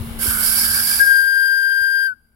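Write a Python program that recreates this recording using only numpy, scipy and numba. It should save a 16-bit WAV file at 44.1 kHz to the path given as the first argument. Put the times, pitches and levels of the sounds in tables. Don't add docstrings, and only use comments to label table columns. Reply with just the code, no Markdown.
import sys
import numpy as np
from scipy import signal
from scipy.fft import rfft, irfft
from scipy.io import wavfile
from scipy.ndimage import uniform_filter1d
from numba import njit

SR = 44100
rng = np.random.default_rng(int(sys.argv[2]) if len(sys.argv) > 2 else 0)


def boost_factor(decibels):
    exponent = np.asarray(decibels, float) / 20
    return 10 ** exponent


def generate_wav(sig):
    pcm = np.round(np.clip(np.atleast_2d(sig).T, -1, 1) * 32767).astype(np.int16)
    wavfile.write(sys.argv[1], SR, pcm)


N = 103635

# time in seconds, hiss level in dB, pipe pitch in Hz.
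STEAM_FLOW = [(0.18, -64.5, 1630), (0.19, -32, 1560), (0.225, -20.5, 1550), (0.29, -18.5, 1540),
              (0.38, -18.5, 1470), (0.45, -13.5, 1530), (0.62, -13, 1600), (1.0, -10, 1620),
              (1.08, -6, 1614), (1.14, -4.5, 1602), (1.5, -4, 1594), (2.04, -5, 1594), (2.07, -7, 1581),
              (2.11, -24, 1503), (2.15, -39.5, 1455)]
# time in seconds, level in dB.
TONE_STRENGTH = [
    (1.03, 4),
    (1.1, 12.5),
    (1.2, 17),
    (1.7, 20.5),
    (2.06, 20.5),
    (2.1, 13.5),
    (2.13, 7.5),
    (2.14, -9),
    (2.155, -41.5),
]
# multiple of the pitch, level in dB, left-right in dB, left lag in rad, flutter in dB.
OVERTONES = [(1, -1, 11.5, 1.72, .5), (2, -32, 16, 1.1, 1.4), (3, -17.5, 8, -1.6, 1.3),
             (4, -46.5, -14.5, 0.31, 2), (5, -48.5, -15, 0.21, -2.7)]
# multiple of the pitch, width in Hz, level in dB, change once locked in dB.
PIPE_MODES = [(1, 50.45, -12.5, 0), (1, 295, -13.5, -4.5), (1.4, 377, -18.5, -6.5), (2, 540, -19.5, -2)]
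# centre in Hz, width in Hz, level in dB, change once locked in dB.
UPPER_MODES = [(4736, 230, -12, 1), (5100, 610, -11, -8.5), (4777, 46, -19, -1)]
# frequency in Hz, density in dB per Hz.
JET_COLOUR = [(300, -25.5), (900, -16.5), (3000, -21.5), (6500, -12.5), (8500, -6), (11500, 4),
              (13800, -8.5), (15400, -10.5)]
# frequency in Hz, density in dB per Hz.
LEAK_COLOUR = [(300, -7), (600, -11.5), (1500, -13), (3500, -19), (5500, -27.5), (9500, -26.5),
               (10600, -13.5), (12000, -24.5)]
# frequency in Hz, density in dB per Hz.
RUMBLE_COLOUR = [(15, -35.5), (25, 0), (75, -0.5), (193, -9), (227, -9), (267, -16), (500, -27.5),
                 (650, -53), (1100, -120)]
# time in seconds, level in dB, pitch in Hz.
BUMPS = [
    (0.013, -21.5, 90),
    (0.095, -35, 900),
    (0.108, -42, 700),
    (0.116, -25, 69),
    (0.26, -26.5, 400),
    (0.285, -20, 83.5),
    (0.649, -28, 70),
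    (1.246, -17.5, 73.4),
    (1.817, -9, 85),
]
# frequency in Hz, left-right in dB, likeness 0-1, left lag in rad.
MIC_PORTS = [(59.8, -8.5, .9, -12), (248, -7, 0.7, -1.9), (700, 8.5, 1, -0.45), (1600, 10.5, 1, 2.15),
             (2900, 4.5, 0.1, 7.5), (4940, 6.5, 0.3, 12), (7800, -12.5, 0.1, 14), (15000, -16, 1, 26)]
# centre in Hz, width in Hz, depth 0-1.
NOISE_DIPS = [(1914, 93, 0.32), (2498, 150, 0.5), (3362, 200, 0.2), (4590, 67, 0.7), (6296, 600, 0.4)]
# time in seconds, gain in dB.
PHONE_GAIN = [
    (0.2, 0),
    (0.45, -5),
    (1.008, -11),
    (1.03, -18),
    (1.2, -28),
    (1.3, -31),
    (1.75, -35),
    (2.35, -35),
]

CATCH_S, SPEAK_S = 1.033, 0.04
WOBBLE_HZ, WOBBLE_DB, WOBBLE_DECAY_S = 23.5, 4.5, 0.055
STEAM_FADE_DB_PER_DB, TONE_GROWTH_DB_PER_DB = 0.9, 0.5
UPPER_WAKE_S, UPPER_WAKE_RAMP_S, UPPER_ASLEEP_DB = 0.43, 0.058, -7.5
LOCK_RAMP_S = 0.26
FOCUS_DB, FOCUS_S = -10.5, 0.72
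GUST_DB, JET_MIDS_LOST = 2, 0.32
ECHO_DB, ECHO_T60_S, ECHO_GAP_S = -35, 0.8, 0.012
BUMP_CYCLES, BUMP_PAN_DB = 0.5, 8
LEAK_DB = -39.5
HUM_HZ, HUM_DB = 229.1, -32.5
RUMBLE_DB, RUMBLE_RISE_DB_PER_S, RUMBLE_PAN_DB = -34.5, 3, 4
TOP_HZ = 15850


def curve(table, col):
    rows = np.array(table)
    return np.interp(np.arange(N) / SR, rows[:, 0], rows[:, col])


def over_hz(table, col):
    rows = np.array(table)
    hz = np.fft.rfftfreq(N, 1 / SR)
    return np.interp(np.log(hz + 1), np.log(rows[:, 0]), rows[:, col])


def unit(x):
    return x / np.sqrt(np.mean(x ** 2))


def walk(rate_hz):
    hold = int(SR / rate_hz)
    steps = np.repeat(rng.standard_normal(N // hold + 1), hold)
    w = uniform_filter1d(uniform_filter1d(steps, hold), hold)[:N]
    return (w - w.mean()) / w.std()


@njit
def svf(x, hz, width):
    y, band, low = np.empty(len(x)), 0., 0.
    for i in range(len(x)):
        g = np.tan(np.pi * hz[i] / SR)
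        k = width / hz[i]
        v = (band + g * (x[i] - low)) / (1 + g * (g + k))
        band, low, y[i] = 2 * v - band, low + 2 * g * v, k * v
    return y


def coloured(white, table, flicker_db, rate_hz):
    octave = np.log2(np.fft.rfftfreq(N, 1 / SR) + 1)
    spec = rfft(white) * boost_factor(over_hz(table, 1))
    spec = spec * (octave > np.log2(table[0][0]) - 1)
    out = 0
    for centre in range(4, 15):
        band = irfft(spec * np.clip(1 - abs(octave - centre), 0, 1), N)
        out = out + band * boost_factor(flicker_db * walk(rate_hz))
    return unit(out)


def ports(pair):
    hz = np.fft.rfftfreq(N, 1 / SR)
    pan = boost_factor(over_hz(MIC_PORTS, 1) / 2)
    like = over_hz(MIC_PORTS, 2)
    lag = np.exp(-1j * over_hz(MIC_PORTS, 3))
    gain = 1 / np.sqrt((pan ** 2 + pan ** -2) / 2)
    for centre_hz, width_hz, depth in NOISE_DIPS:
        gain = gain * (1 - depth * np.exp(-((hz - centre_hz) / width_hz) ** 2))
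    shared = rfft(pair[0]) * np.sqrt(1 + like)
    apart = rfft(pair[1]) * np.sqrt(1 - like)
    left = irfft((shared + apart) * pan * gain * lag, N)
    right = irfft((shared - apart) / pan * gain, N)
    return np.array([left, right])


def whistle_tone():
    since = np.arange(N) / SR - CATCH_S
    speak = np.sin(np.pi / 2 * np.clip(1 + since / SPEAK_S, 0, 1))
    since = np.clip(since, 0, None)
    wobble_db = WOBBLE_DB * np.cos(2 * np.pi * WOBBLE_HZ * since) * np.exp(-since / WOBBLE_DECAY_S)
    hz = curve(STEAM_FLOW, 2) * (1 + 0.00092 * walk(40.6) + 0.0017 * walk(250))
    phase = 2 * np.pi * np.cumsum(hz) / SR
    steam_db, strength_db = curve(STEAM_FLOW, 1), curve(TONE_STRENGTH, 1)
    dull_db = STEAM_FADE_DB_PER_DB * (steam_db - steam_db.max())
    dull_db = dull_db + TONE_GROWTH_DB_PER_DB * (strength_db - strength_db.max())
    side, out = np.array([[1], [-1]]), 0
    for k, db, pan_db, lag_rad, flutter_db in OVERTONES:
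        level_db = db + side * pan_db / 2 + flutter_db * (walk(44.84) + walk(200))
        level_db = level_db + (k > 1) * dull_db
        out = out + boost_factor(level_db) * np.sin(k * phase - side * lag_rad / 2)
    return out * speak * boost_factor(strength_db + wobble_db)


def steam_hiss():
    open_white, pipe_white = rng.standard_normal((2, 2, N))
    t, pipe_hz = np.arange(N) / SR, curve(STEAM_FLOW, 2)
    locked = np.clip((t - CATCH_S + SPEAK_S) / LOCK_RAMP_S, 0, 1)
    focus_db = FOCUS_DB * np.clip((CATCH_S - t) / FOCUS_S, 0, 1)
    wake_db = UPPER_ASLEEP_DB * np.clip((UPPER_WAKE_S - t) / UPPER_WAKE_RAMP_S, 0, 1)

    jet = coloured(open_white, JET_COLOUR, 0.53, 25)
    mids = np.array([svf(j, np.full(N, 3500.), 6100.) for j in jet])
    jet = jet - JET_MIDS_LOST * locked * mids

    modes = [(k * pipe_hz, width, db, change) for k, width, db, change in PIPE_MODES]
    modes += [(np.full(N, 1. 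* hz), width, db + wake_db, change) for hz, width, db, change in UPPER_MODES]
    for hz, width_hz, db, change_db in modes:
        mode = np.array([svf(svf(w, hz, 1. * width_hz), hz, 2. * width_hz) for w in pipe_white])
        level_db = db + change_db * locked + (width_hz < 130) * focus_db + GUST_DB * walk(29.92)
        jet = jet + unit(mode) * boost_factor(level_db)
    spit_db = 0.38 * walk(12.4) + 0.8 * walk(150)
    return ports(jet * boost_factor(curve(STEAM_FLOW, 1) + spit_db))


def shed_echo(x):
    t = np.arange(SR) / SR
    tail = rng.standard_normal((2, SR)) * boost_factor(-60 * t / ECHO_T60_S) * (t > ECHO_GAP_S)
    tail = tail / np.sqrt(np.sum(tail ** 2) / 2)
    return signal.fftconvolve(x, tail, axes=1)[:, :N] * boost_factor(ECHO_DB)


def phone_bumps():
    out = 0
    for start_s, db, hz in BUMPS:
        turns = np.clip((np.arange(N) / SR - start_s) * hz + 0.57, 0, None)
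        swell = (turns / BUMP_CYCLES) * np.exp(-turns / BUMP_CYCLES)
        out = out + boost_factor(db) * 3 * np.sin(2 * np.pi * turns) * swell
    return out * boost_factor(np.array([[BUMP_PAN_DB], [-BUMP_PAN_DB]]) / 2)


def blower_hum():
    hz = HUM_HZ * (1 + 0.002 * walk(12))
    return np.sin(2 * np.pi * np.cumsum(hz) / SR) * boost_factor(HUM_DB + 0.91 * walk(15))


def frame_rumble():
    a, b = coloured(rng.standard_normal((2, N)), RUMBLE_COLOUR, 2.9, 18)
    pan_db = RUMBLE_PAN_DB * np.array([[0.5], [-0.5]])
    level_db = RUMBLE_DB + RUMBLE_RISE_DB_PER_S * np.arange(N) / SR + pan_db
    return boost_factor(level_db) * np.array([a + 0.42 * b, a - 0.13 * b])


def steam_leak():
    return ports(coloured(rng.standard_normal((2, N)), LEAK_COLOUR, 2.1, 5)) * boost_factor(LEAK_DB)


def scene():
    whistle = steam_hiss() + whistle_tone()
    cab = blower_hum() + frame_rumble() + steam_leak()
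    return whistle + shed_echo(whistle) + phone_bumps() + cab


def low_pass(x):
    return signal.sosfilt(signal.butter(12, 17090, fs=SR, output="sos"), x)


def record(dry):
    ducked = dry * boost_factor(curve(PHONE_GAIN, 1))
    top_cut = signal.ellip(10, 0.2, 80, TOP_HZ, fs=SR, output="sos")
    return low_pass(signal.sosfilt(top_cut, ducked))


dry = scene()
out = record(dry)
generate_wav(out)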